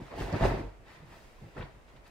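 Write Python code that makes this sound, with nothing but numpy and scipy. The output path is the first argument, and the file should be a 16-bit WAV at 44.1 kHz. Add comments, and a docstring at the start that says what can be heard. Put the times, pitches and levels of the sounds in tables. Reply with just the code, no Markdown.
"""A small, quiet bedroom: a duvet is flung up, shaken once, and sinks back onto the bed.
Its folds flap as they pull taut, the cover swishes and crinkles over itself, and creases snap straight.
The air it shoves aside sets the room's lowest resonance booming.
Short reflections surround the cloth, over a faint bed of rumble and hiss."""
import sys
import numpy as np
from scipy import signal
from scipy.fft import rfft, irfft, next_fast_len
from scipy.io import wavfile

SR = 44100
rng = np.random.default_rng(int(sys.argv[2]) if len(sys.argv) > 2 else 0)


def transcribe(signal):
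    """Save signal, clipped to [-1, 1], as a 16-bit WAV file at the path in sys.argv[1]."""
    frames = np.atleast_2d(signal).T
    limited = np.clip(frames, -1, 1)
    pcm = np.round(limited * 32767).astype(np.int16)
    wavfile.write(sys.argv[1], SR, pcm)


N = 92610
FFT_SIZE = 2 * next_fast_len(N // 2 + SR // 8)
HZ, T = np.fft.rfftfreq(FFT_SIZE, 1 / SR), np.arange(N) / SR

# The room tone's colour. Each row: frequency in Hz, level in dB.
ROOM_TONE_COLOUR = [(15, -13), (30, 1.5), (60, -1), (120, -10), (250, -13.5), (600, -13.5), (1200, -20),
                    (2400, -24.5), (4000, -36), (8000, -39), (16000, -51)]
# The room tone's stereo image. Each row: frequency in Hz, left-right correlation.
ROOM_TONE_LIKENESS = [(50, 0.7), (130, 0.28), (280, 0.63), (550, 0.74), (1000, 0), (12000, 0.05)]
# Folds flapping. Each row: peak time, rise and fall in seconds, then level, bass and treble in dB.
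FLAPS = [(.008, 0.029, 0.038, -41.5, 4, -17), (0.112, 0.013, 0.16, -44, -16.5, -1),
         (0.217, 0.05, 0.049, -36, 1, 0), (.292, 0.019, 0.025, -38, -7.5, -3.5),
         (0.335, 0.0097, 0.037, -27.5, 1, -6), (0.441, 0.031, 0.036, -22, -1.5, -1.5),
         (0.523, 0.06, 0.064, -31.5, 4, 1), (0.617, 0.048, 0.038, -38.5, 2.5, -9),
         (0.663, 0.036, 0.019, -44.5, 0, -18), (.80, .015, .04, -58, 6, -12),
         (0.899, 0.045, 0.13, -56, -6, 17.5), (1.035, 0.067, 0.076, -52, 13, 2),
         (1.135, 0.049, 0.043, -54, -13, 8), (1.28, 0.13, 0.098, -64, -4.5, -4),
         (1.423, 0.011, .04, -44, 6.5, -19), (1.474, 0.016, 0.029, -52, 8, -14),
         (1.57, .013, 0.03, -44, -2, -15), (1.598, 0.019, 0.024, -36.5, 3, -1.5),
         (1.626, 0.013, 0.025, -41, 10.5, 12), (1.765, 0.029, 0.026, -56, 13, -10),
         (1.97, 0.037, 0.028, -55.5, 3, 2.5)]
# The soft body of a flap. Each row: frequency in Hz, level in dB.
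FLAP_COLOUR = [(20, -19), (76, -11), (97, -1), (145, -2.5), (235, -10), (305, -4), (540, -10.5), (640, -14),
               (920, -12), (1300, -23), (2000, -22), (2550, -28.5), (2950, -33.5), (4500, -37), (7500, -61),
               (16000, -71)]
# Shoves of air. Each row: time in seconds, level in dB.
AIR_SHOVES = [(0.017, -51), (0.144, -45), (0.217, -29), (.335, -47), (0.424, -18.5), (0.513, -32),
              (0.643, -33.5), (1.596, -39), (1.73, -50), (1.987, -52)]
# Strokes of the cover. Each row: peak time, rise and fall in seconds, level in dB, tilt in dB per octave.
SWISHES = [(.02, 0.11, 0.35, -56, 0.5), (.21, 0.048, 0.058, -45, 2), (.365, 0.091, 0.17, -41.5, -1.5),
           (.456, 0.038, 0.029, -37.5, 0.5), (0.596, 0.069, 0.022, -52, .2), (.93, 0.071, 0.054, -57, 1.5),
           (1.159, 0.11, 0.23, -60.5, 3.5), (1.48, 0.14, 0.42, -63, 1), (1.59, 0.036, 0.025, -53.5, 0),
           (1.89, 0.019, 0.054, -62, 1), (1.965, 0.015, 0.023, -62.5, 0.5), (2.068, 0.029, 0.019, -58, 1.5)]
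# The hiss of rubbing cloth. Each row: frequency in Hz, level in dB.
SWISH_COLOUR = [(60, -21), (300, -10.5), (900, 2), (1300, -3.5), (2350, -2), (2950, -10), (4500, -13),
                (7500, -21.5), (11000, -28), (12000, -30.5), (16000, -32.5)]
# Creases snapping straight. Each row: peak time in seconds, level in dB, centre in Hz, fall in seconds.
CREASE_SNAPS = [(0.083, -50.5, 925, 0.0048), (.327, -49, 4250, 0.0018), (1.567, -45, 1010, 0.0083),
                (1.578, -51, 1780, 0.0075), (1.608, -48, 1620, 0.012), (1.624, -52, 2400, 0.0071),
                (1.794, -73, 810, 0.0029), (1.876, -78, 2190, 0.0091), (1.964, -68, 2860, 0.0092),
                (2.078, -69, 8500, 0.0049)]
# The room's resonances. Each row: centre in Hz, width in Hz, lift in dB.
ROOM_MODES = [(100.8, 10, 1), (135.2, 6.7, 4), (377.6, 10.3, 5), (478, 55, 3.5), (567.7, 8.9, 7.5),
              (655, 24, 9)]
# The wet-dry mix. 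Each row: frequency in Hz, reflections against direct sound in dB.
ROOM_WET = [(60, -16), (280, -11), (600, 1), (1100, 10), (3000, 1.5), (12000, 11)]
# The reverb's length. Each row: frequency in Hz, seconds to fade by 60 dB.
ROOM_T60 = [(100, 0.25), (500, 0.39), (2500, 0.36), (12000, 0.38)]
# The reverb's stereo image. Each row: frequency in Hz, left-right correlation.
ECHO_LIKENESS = [(60, 0.46), (250, -0.11), (550, 0.19), (1000, 0.26), (3000, -0.086), (12000, -0.032)]
# The microphones' mismatch. Each row: frequency in Hz, left minus right in dB.
MIC_BALANCE = [(60, -1), (200, -1), (380, 2), (1200, -2), (2400, 1), (4500, -1.5), (8000, -2.5), (13000, 8)]


def amp(db):
    """Turns decibels into gain."""
    return 10 ** (np.asarray(db) / 20)


def unit_rms(x):
    """Scales to an rms of one."""
    return x / np.sqrt(np.mean(x ** 2) + 1e-20)


def curve(points, hz=HZ):
    """Joins points by straight lines over log frequency."""
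    point_hz, value = np.transpose(points)
    return np.interp(np.log(hz + 1), np.log(point_hz), value)


def filtered(x, gain):
    """Applies a gain for each frequency."""
    return irfft(rfft(x, FFT_SIZE) * gain)[..., :N]


def coloured(x, db):
    """Minimum-phase EQ that keeps the power of white noise."""
    log_gain = np.log(unit_rms(amp(db)) + 1e-6)
    mirrored = np.concatenate([log_gain, log_gain[-2:0:-1]])
    response = np.exp(np.conj(signal.hilbert(mirrored)))
    return filtered(x, response[:len(HZ)])


def stereo_pair(a, b, likeness):
    """Blends two unrelated signals into left and right, as mid and side."""
    correlation = np.clip(curve(likeness), -1, 1)
    mid = filtered(a, np.sqrt((1 + correlation) / 2))
    side = filtered(b, np.sqrt((1 - correlation) / 2))
    return np.array([mid + side, mid - side])


def swell(peak, rise, fall, release_power=1.35):
    """A bell-shaped attack, then a release that steepens as the cloth goes slack."""
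    attack = (np.minimum(T - peak, 0) / rise) ** 2
    release = (np.maximum(T - peak, 0) / fall) ** release_power
    return np.exp(-attack - release)


def cloth_grain(ticks_per_s, tick_share, spread_db):
    """Tiny ticks of uneven size mixed with smooth rushing air."""
    ticks = (rng.random(N) < ticks_per_s / SR) * rng.choice([-1, 1], N)
    sizes = amp(spread_db * np.minimum(rng.exponential(1, N), 3))
    air = rng.standard_normal(N)
    return np.sqrt(tick_share) * unit_rms(ticks * sizes) + np.sqrt(1 - tick_share) * unit_rms(air)


def room_tone(level_db=-57):
    """A faint, steady bed of rumble and hiss."""
    noise = stereo_pair(*rng.standard_normal((2, N)), ROOM_TONE_LIKENESS)
    return amp(level_db) * coloured(noise, curve(ROOM_TONE_COLOUR))


def fold_flaps():
    """Each fold gives a flurry of soft pressure pulses; heavy folds are deeper, taut ones crisper."""
    bass_shelf = 1 / (1 + (HZ / 230) ** 4)
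    treble_shelf = 1 - 1 / (1 + (HZ / 1000) ** 3)
    out = np.zeros(N)
    for peak, rise, fall, db, bass_db, treble_db in FLAPS:
        flutter = cloth_grain(ticks_per_s=520, tick_share=0.46, spread_db=2)
        envelope = swell(peak, rise, fall)
        flurry = unit_rms(flutter * envelope) * np.sqrt(np.mean(envelope ** 2))
        colour = curve(FLAP_COLOUR) + bass_db * bass_shelf + treble_db * treble_shelf
        out += amp(db) * coloured(flurry, colour)
    return out


def air_boom(mode_hz=46.5, t60_s=0.32, attack_s=0.036):
    """Each shove of air swings the room's lowest mode, which soon dies away."""
    out = np.zeros(N)
    for time, db in AIR_SHOVES:
        age = T - time
        attack = np.sin(np.pi / 2 * np.clip(age / attack_s + .5, 0, 1)) ** 2
        decay = amp(-60 * np.maximum(age, 0) / t60_s)
        out += amp(db) * attack * decay * np.cos(2 * np.pi * mode_hz * age)
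    return out


def cover_swishes():
    """The cover rubs on itself: a hiss with fine crinkles, each stroke with its own brightness."""
    octaves = np.log2(np.maximum(HZ, 500) / 2000)
    out = np.zeros(N)
    for peak, rise, fall, db, tilt in SWISHES:
        rub = cloth_grain(ticks_per_s=1800, tick_share=0.28, spread_db=5.5) * swell(peak, rise, fall)
        out += amp(db) * coloured(rub, curve(SWISH_COLOUR) + tilt * octaves)
    return out


def crease_snaps(rise_s=0.00062, half_width_octaves=0.72):
    """A crease pulled straight gives a brief, dry crack that reaches each microphone differently."""
    out = np.zeros((2, N))
    for peak, db, centre_hz, fall in CREASE_SNAPS:
        octaves = np.log2((HZ + 1) / centre_hz)
        band = unit_rms(1 / (1 + (octaves / half_width_octaves) ** 6))
        burst = rng.standard_normal((2, N)) * swell(peak, rise_s, fall)
        out += amp(db) * filtered(burst, band)
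    return out


def echo_tails(count, early_db=9.5, early_s=0.0026):
    """Stereo tails of short, dense echoes, with the earliest ones pushed forward."""
    noise = rng.standard_normal((count, 2, SR // 3))
    hz, age, spectra = signal.stft(noise, SR, nperseg=256)
    t60 = curve(ROOM_T60, hz)[:, None]
    tails = signal.istft(spectra * amp(-60 * age / t60) / np.sqrt(t60), SR, nperseg=256)[1]
    tails *= 1 + amp(early_db) * np.exp(-T[:tails.shape[-1]] / early_s)
    return tails / np.linalg.norm(tails, axis=-1, keepdims=True)


def reflections(x, tail_count=6, mean_crossfade_s=.05):
    """The echo pattern keeps changing as the sounding spot travels over the duvet."""
    tails = echo_tails(tail_count)
    jolt_times = np.arange(0, T[-1], mean_crossfade_s / 2)
    speed = np.interp(T, jolt_times, rng.exponential(1, len(jolt_times)))
    position = np.cumsum(speed) / SR / mean_crossfade_s  # travels round a ring of tails
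    out = np.zeros((2, N))
    for k, tail in enumerate(tails):
        distance = abs((position * tail_count - k) % tail_count - tail_count / 2)
        send = np.cos(np.pi / 2 * np.minimum(distance, 1))
        out += signal.oaconvolve((x * send)[None], tail, axes=1)[:, :N]
    return stereo_pair(*out, ECHO_LIKENESS)


def bedroom(x, right_lag_s=.00004):
    """The room's resonances colour the direct sound and its reflections; bass stays nearly dry."""
    lift_db = sum(db / (1 + (2 * (HZ - hz) / width) ** 2) for hz, width, db in ROOM_MODES)
    direct = coloured(x, lift_db)
    wet = amp(curve(ROOM_WET))
    trim = 1 / np.sqrt(1 + wet ** 2)  # holds the power of the blend steady
    lag = np.exp(-2j * np.pi * HZ * np.array([[0], [right_lag_s]]))
    return filtered(reflections(direct), wet * trim) + filtered(direct, lag * trim)


def scene():
    """The cloth plays through the room, with dry snaps on top and boom and room tone underneath."""
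    snaps = crease_snaps()
    cloth = fold_flaps() + cover_swishes() + snaps[0]
    return bedroom(cloth) + snaps + air_boom() + room_tone()


def record(dry, cutoff_hz=15800):
    """The two microphones differ slightly in colour, and a steep low-pass trims the very top."""
    sound = filtered(dry, amp(curve(MIC_BALANCE) * np.array([[.5], [-.5]])))
    low_pass = signal.firwin(511, cutoff_hz, window=("kaiser", 9), fs=SR)
    return signal.oaconvolve(sound, low_pass[None], "same")


dry = scene()
out = record(dry)
transcribe(out)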